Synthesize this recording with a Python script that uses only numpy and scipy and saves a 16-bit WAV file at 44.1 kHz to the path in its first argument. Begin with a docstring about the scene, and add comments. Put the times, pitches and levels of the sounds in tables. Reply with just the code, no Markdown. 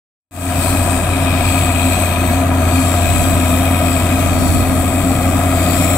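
"""A diesel drone fades in from silence: a road reclaimer creeps nearer, its governor hunting.
Six cylinders fire in turn, so one firing rate paces the exhaust pulses, the knock of the block and
the clatter of the injectors. Turbulence makes the cooling fan rush, and the turbocharger whistles.
Vibrating rollers hum further down the roadbed, and a light breeze brushes the two microphone ports."""
import sys
import numpy as np
from scipy import signal
from scipy.fft import rfft, irfft, next_fast_len
from scipy.io import wavfile
from scipy.ndimage import uniform_filter1d, minimum_filter1d, map_coordinates

SR = 44100
rng = np.random.default_rng(int(sys.argv[2]) if len(sys.argv) > 2 else 0)


def log_audio(samples):
    """Write samples as a 16-bit WAV file to the path given in sys.argv[1]."""
    # one column per channel
    frames = np.atleast_2d(samples).T
    # limit to full scale, then quantise
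    limited = np.clip(frames, -1, 1)
    pcm = np.round(limited * 32767).astype(np.int16)
    wavfile.write(sys.argv[1], SR, pcm)


N = 263277
TIME = np.arange(N) / SR
NEARNESS = (np.arange(N) / N) ** 2  # 0 far, 1 near

# Exhaust tones. Each row: multiple of the firing rate, relative level in dB, unsteadiness in dB,
# gain when near in dB.
EXHAUST_HARMONICS = [(1, 0, 0.85, -1), (2, -25.5, 4, 15.5), (3, -6.5, 2.5, 2.5), (7, -31, 4.5, 11),
                     (8, -14.5, 5.5, -6)]
# Exhaust and chassis turbulence. Each row: frequency in Hz, relative spectral level in dB.
RUMBLE_SPECTRUM = [(10, -26), (25, -6), (45, -5), (80, -2), (130, 0.5), (175, 0.5), (220, -2), (265, 4.5),
                   (320, -2.5), (380, -7), (450, -15.5), (800, -8), (2000, -72)]
# Cylinders in firing order. Each row: relative combustion strength in dB, injector strength in dB.
CYLINDER_STRENGTHS = [(1, 10.5), (1, 11), (-9, 13), (3.5, 10), (2, 12.5), (1, 10.5)]
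# Resonances of the block and of its thin covers. Each row: frequency in Hz, bandwidth in Hz,
# relative level when far in dB, relative level when near in dB.
BLOCK_MODES = [(590, 166, -7.5, -1.5), (705.4, 62, 0, 3.5), (968.5, 40, -6.5, -12), (1258.5, 98, -7.5, -3),
               (1638, 78, -11.5, -11.5), (1980, 236, -18.5, -13)]
COVER_MODES = [(2200, 37, -6, 2), (2465, 90, 2.5, 2), (3256, 104, -7.5, -4.5), (3697, 134, -10, -6.5)]
# Course of the injector clatter and of the fan rush. Each row: time in seconds, relative level in dB.
CLATTER_LEVELS = [(1.0, -32.5), (1.45, -28), (2.15, -30), (2.55, -35), (2.75, -31), (4.05, -31),
                  (4.5, -34.5), (5.3, -35), (5.75, -31)]
FAN_LEVELS = [(0.6, -28), (0.92, -29), (1.03, -32.3), (1.47, -29), (2.04, -28.5), (2.16, -32.5),
              (2.32, -29), (2.5, -35.5), (2.66, -31.5), (2.76, -28.8), (3.12, -28.2), (3.32, -29),
              (4.1, -30), (5.2, -31), (5.7, -27.5)]
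# Fan rush as each port colours it. Each row: frequency in Hz, relative spectral level in dB.
FAN_SPECTRUM_LEFT = [(1500, -40), (3000, -20), (4500, -15), (5050, -17), (5700, -15), (6700, -15),
                     (7300, -7), (7900, -.5), (8500, -4), (9200, -11), (10700, -8.5), (11400, -13.5),
                     (12800, -14.5), (15000, -23)]
FAN_SPECTRUM_RIGHT = [(1500, -30), (3000, -21), (4200, -12.5), (5000, -20), (5700, -28), (6300, -22.5),
                      (7300, -25), (8500, -37), (9500, -28), (10700, -23), (12400, -19.5), (13700, -10.5),
                      (14600, -13), (15700, -18)]
# Vibrating roller drums. Each row: frequency in Hz, level in dB.
ROLLER_TONES = [(27, -35.5), (27.75, -53), (52.6, -32.5), (54.6, -38.5), (98.4, -30.5)]
# Puffs of air. Each row: middle in seconds, half length in seconds, level in dB.
BREEZE_PUFFS = [(3.25, 0.16, -25), (4.457, 0.26, -22)]
# Eddies at the ports. 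Each row: frequency in Hz, relative spectral level in dB.
EDDY_SPECTRUM = [(8, -20), (25, -3), (50, 14), (120, 16), (220, 10), (500, -11), (1500, -64)]
# Left port against right. Each row: frequency in Hz, excess level in dB, phase lead in radians.
PORT_BALANCE = [(90, 0.2, 0.18), (150, 0.5, 0.16), (270, 2.1, 0.39), (344, 2.5, -0.093), (453, 2, 0.61),
                (580, 4.5, .3), (705, 6.5, 0.34), (1000, 5.5, -0.18), (1330, 9.5, 0.63), (1660, -0.5, -1),
                (2030, 0.5, 0.92), (2384, 12.5, 1.85), (3100, 13, -1.8), (4160, 9, -2.25)]
# Likeness of the noise at the two ports. Each row: frequency in Hz, correlation from 0 to 1.
PORT_COHERENCE = [(60, 0.78), (130, 0.92), (280, 0.99), (430, 0.87), (640, 1), (1250, 0.83), (1700, 0.39),
                  (2450, 1), (4000, 0.53)]

COMBUSTION_DB, INJECTOR_DB = np.transpose(CYLINDER_STRENGTHS)
CYLINDER_COUNT = len(CYLINDER_STRENGTHS)


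def exhaust(firings, drone_db, rumble_db):
    """Periodic gas pulses radiate harmonics of the firing rate, over turbulence that puffs in step."""
    tones = 0
    for multiple, db, unsteady_db, near_db in EXHAUST_HARMONICS:
        wander = 0.11 * unsteady_db * wobble(14)  # hot gas shifts the phase as well as the level
        phase = 2 * np.pi * multiple * firings + wander
        tone = unit(amp(unsteady_db * wobble(18)) * np.sin(phase))
        tones = tones + amp(db + near_db * NEARNESS) * tone
    puffs = stereo_noise() * blows(firings, COMBUSTION_DB, decay=0.47, scatter_db=1.5, steady=2.1)
    rumble = unit(filtered(puffs, lambda hz: amp(along(RUMBLE_SPECTRUM, hz))))
    return amp(drone_db) * tones + amp(rumble_db) * rumble


def governor(load, set_hz=88.43, sag_hz=1.51, hunt_hz=1.0, period_s=0.428, crest_s=0.713):
    """Feedback overshoot swings the firing rate about a mean that sags under load."""
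    return set_hz - sag_hz * load + hunt_hz * np.cos(2 * np.pi * (TIME - crest_s) / period_s)


def block_knock(firings, knock_db):
    """Impact excitation: each combustion rings the modes of the heavy block."""
    hits = blows(firings, COMBUSTION_DB, decay=0.19, scatter_db=2.6, steady=4.4)
    return amp(knock_db) * ringing(cyclic_noise(firings, repeat=0.15) * hits, BLOCK_MODES)


def injectors(firings, gain_db=4.5):
    """Injectors and valves snap shut, and the impacts excite the high modes of the thin covers."""
    strikes = blows(firings, INJECTOR_DB, decay=0.33, scatter_db=0.9, steady=0.9)
    clatter = ringing(cyclic_noise(firings, repeat=0.17) * strikes, COVER_MODES)
    return amp(curve(CLATTER_LEVELS) + gain_db) * clatter


def fan(firings, gain_db=5.5, patchy_db=2.7, drift=0.025, throb_db=0.5):
    """Turbulent flow through the grille makes broadband noise, modulated by fine engine ticking."""
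    noise = rng.standard_normal((2, N)) + 0.11 * rng.standard_normal(N)  # a little is common to both
    noise *= blows(firings, INJECTOR_DB, decay=0.5, scatter_db=0.7, steady=2.8)
    noise *= amp(throb_db * np.sin(2 * np.pi * firings / CYLINDER_COUNT))  # one swell per engine cycle
    hz, t, spectra = signal.stft(noise, SR, nperseg=512)
    lookup_hz = hz[:, None] * (1 + drift * (t / t[-1] - 0.5))  # the colour slides down on approach
    colour_db = np.array([along(FAN_SPECTRUM_LEFT, lookup_hz), along(FAN_SPECTRUM_RIGHT, lookup_hz)])
    patches = uniform_filter1d(rng.standard_normal(spectra.shape[1:]), size=4, axis=0)
    patches = unit(uniform_filter1d(patches, size=50, axis=1))  # smooth in frequency and in time
    spectra *= amp(colour_db + patchy_db * patches)
    left, right = signal.istft(spectra, nperseg=512)[1][:, :N]
    late_right = np.roll(right, 4)  # the sound reaches the right port 4 samples later
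    level_db = curve(FAN_LEVELS) + gain_db + 0.74 * wobble(9.1)
    return amp(level_db) * unit(np.array([left, late_right]))


def turbocharger(firing_hz, whistle_hz=9755, jitter_hz=22, left_db=-43, right_gain_db=-16):
    """The compressor's tone leans with engine speed; random modulation broadens it to a fuzzy whistle."""
    pitch_hz = whistle_hz * (1 + 0.116 * (firing_hz / firing_hz.mean() - 1))
    pitch_hz += jitter_hz * wobble(150) + 12 * wobble(4)
    flicker = amp(7.1 * wobble(40) + 0.69 * wobble(2.8))
    tone = unit(flicker * np.sin(2 * np.pi * np.cumsum(pitch_hz) / SR))
    return amp(left_db) * tone * amp([[0], [right_gain_db]])


def rollers():
    """Rotating unbalance: eccentric weights shake the drums, and neighbouring frequencies beat."""
    hum = 0
    for hz, db in ROLLER_TONES:
        peak = np.sqrt(2) * amp(db + 1.9 * wobble(2.76))
        hum = hum + peak * np.sin(2 * np.pi * hz * TIME + 1.1 * wobble(1.71))
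    return hum


def breeze(calm_db=-47, right_gain_db=6.5, lumpy_db=3):
    """Eddies make independent pressure fluctuations at each port, stronger in each puff."""
    strength = amp(calm_db) + sum(amp(db) * swell(s, half_s) for s, half_s, db in BREEZE_PUFFS)
    eddies = filtered(rng.standard_normal((2, N)), lambda hz: amp(along(EDDY_SPECTRUM, hz)))
    lumps = amp(lumpy_db * np.array([wobble(5.8), wobble(5.5)]))
    return strength * unit(eddies * lumps) * amp([[0], [right_gain_db]])


def ports(hz):
    """Acoustic shadowing: the left port faces the machine, and the housing shades the right."""
    table = np.array(PORT_BALANCE)
    pan = np.arctan(amp(along(table[:, :2], hz)))
    lead = np.exp(0.5j * along(table[:, ::2], hz))
    return np.sqrt(2) * np.array([np.sin(pan) * lead, np.cos(pan) / lead])


def blows(firings, cylinder_db, decay, scatter_db, steady):
    """Exponential decay: each firing's blow dies over a share (decay) of the gap, on a steady floor."""
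    index = firings.astype(int)
    size_db = cylinder_db[index % CYLINDER_COUNT] + scatter_db * rng.standard_normal(SR // 20)[index]
    pulses = amp(size_db) * np.exp(-(firings % 1) / decay)
    return unit(steady + unit(pulses))


def ringing(force, modes):
    """Modal superposition: damped resonances add, their balance shifting as the machine nears."""
    hz, width, far_db, near_db = np.transpose(modes)[:, :, None]
    sign = (-1) ** np.arange(len(modes))[:, None]

    def radiated(db):
        resonances = lambda f: 1j * f * width / (hz ** 2 - f ** 2 + 1j * f * width)
        return unit(filtered(force, lambda f: np.sum(sign * amp(db) * resonances(f), axis=0)))

    return (1 - NEARNESS) * radiated(far_db) + NEARNESS * radiated(near_db)


def cyclic_noise(firings, repeat, knots=2400):
    """Partial periodicity: a share (repeat) of the noise power recurs with every engine cycle."""
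    cycle_phase = firings / CYLINDER_COUNT % 1
    recurring = map_coordinates(rng.standard_normal(knots), [cycle_phase * knots], mode="grid-wrap")
    return np.sqrt(repeat) * recurring + np.sqrt(1 - repeat) * stereo_noise()


def stereo_noise():
    """Partial coherence: the ratio of mid to side sets how alike two white noises are at each pitch."""
    angle = lambda hz: np.arccos(along(PORT_COHERENCE, hz)) / 2
    weights = lambda hz: np.array([np.cos(angle(hz)), np.sin(angle(hz))])
    mid, side = filtered(rng.standard_normal((2, N)), weights)
    return np.array([mid + side, mid - side])


def limiter(x, ceiling=0.88, window=257):
    """Peak limiting: the gain ducks for a few milliseconds around any peak above the ceiling."""
    needed = np.minimum(1, ceiling / (abs(x).max(axis=0) + 1e-9))
    return x * uniform_filter1d(minimum_filter1d(needed, size=window), size=window)


def filtered(x, response):
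    """Linear filtering: the spectrum is multiplied by a complex frequency response."""
    size = next_fast_len(N + SR // 2)
    return irfft(rfft(x, size) * response(np.fft.rfftfreq(size, 1 / SR)), size)[..., :N]


def amp(db):
    """Decibels as an amplitude ratio."""
    return 10 ** (np.asarray(db) / 20)


def unit(x):
    """Normalisation to rms 1."""
    return x / np.sqrt(np.mean(x ** 2) + 1e-20)


def along(points, hz):
    """Interpolation of (Hz, value) points on a logarithmic frequency axis."""
    point_hz, values = np.transpose(points)
    return np.interp(np.log(hz + 1), np.log(point_hz + 1), values)


def curve(points):
    """Linear interpolation of (seconds, value) points at every sample."""
    return np.interp(TIME, *np.transpose(points))


def wobble(rate):
    """Smooth random fluctuation through rate knots a second."""
    return map_coordinates(rng.standard_normal(int(N * rate / SR) + 4), [TIME * rate])


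def swell(middle_s, half_s):
    """A Gaussian rise and fall, 1 at its middle."""
    return np.exp(-((TIME - middle_s) / half_s) ** 2)


def scene():
    """Sources superpose; one crankshaft paces the engine, and load makes it slower and louder."""
    load = swell(middle_s=3.28, half_s=1.79)  # a stretch of heavier going
    ease_db = -2 * swell(middle_s=4.77, half_s=0.52)  # drone and knock soften as the load lets up
    firing_hz = governor(load)
    firings = np.cumsum(firing_hz) / SR
    drone_db = -18.5 + 2 * load + 2.05 * NEARNESS + ease_db
    rumble_db = -21 + 0.37 * load + 2 * NEARNESS
    knock_db = -21.5 + 0.2 * load + 1.7 * NEARNESS + ease_db
    engine = exhaust(firings, drone_db, rumble_db) + block_knock(firings, knock_db) + injectors(firings)
    return filtered(engine + rollers(), ports) + fan(firings, guard := 5.5) + turbocharger(firing_hz) + breeze()


def record(dry, open_s=0.31, fade_s=0.3, top_hz=15750):
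    """Gain and bandwidth shaping: peaks are limited, the sound fades in, and the top treble is cut."""
    faint = amp(-77.5) * (TIME / open_s) ** 4
    ramp = np.minimum(amp(-29) + (TIME - open_s) / fade_s, 1)
    fade = np.where(TIME < open_s, faint, ramp)
    return filtered(limiter(dry) * fade, lambda hz: np.clip((top_hz - hz) / 80 + 0.5, 0, 1))


dry = scene()
out = record(dry)
log_audio(out)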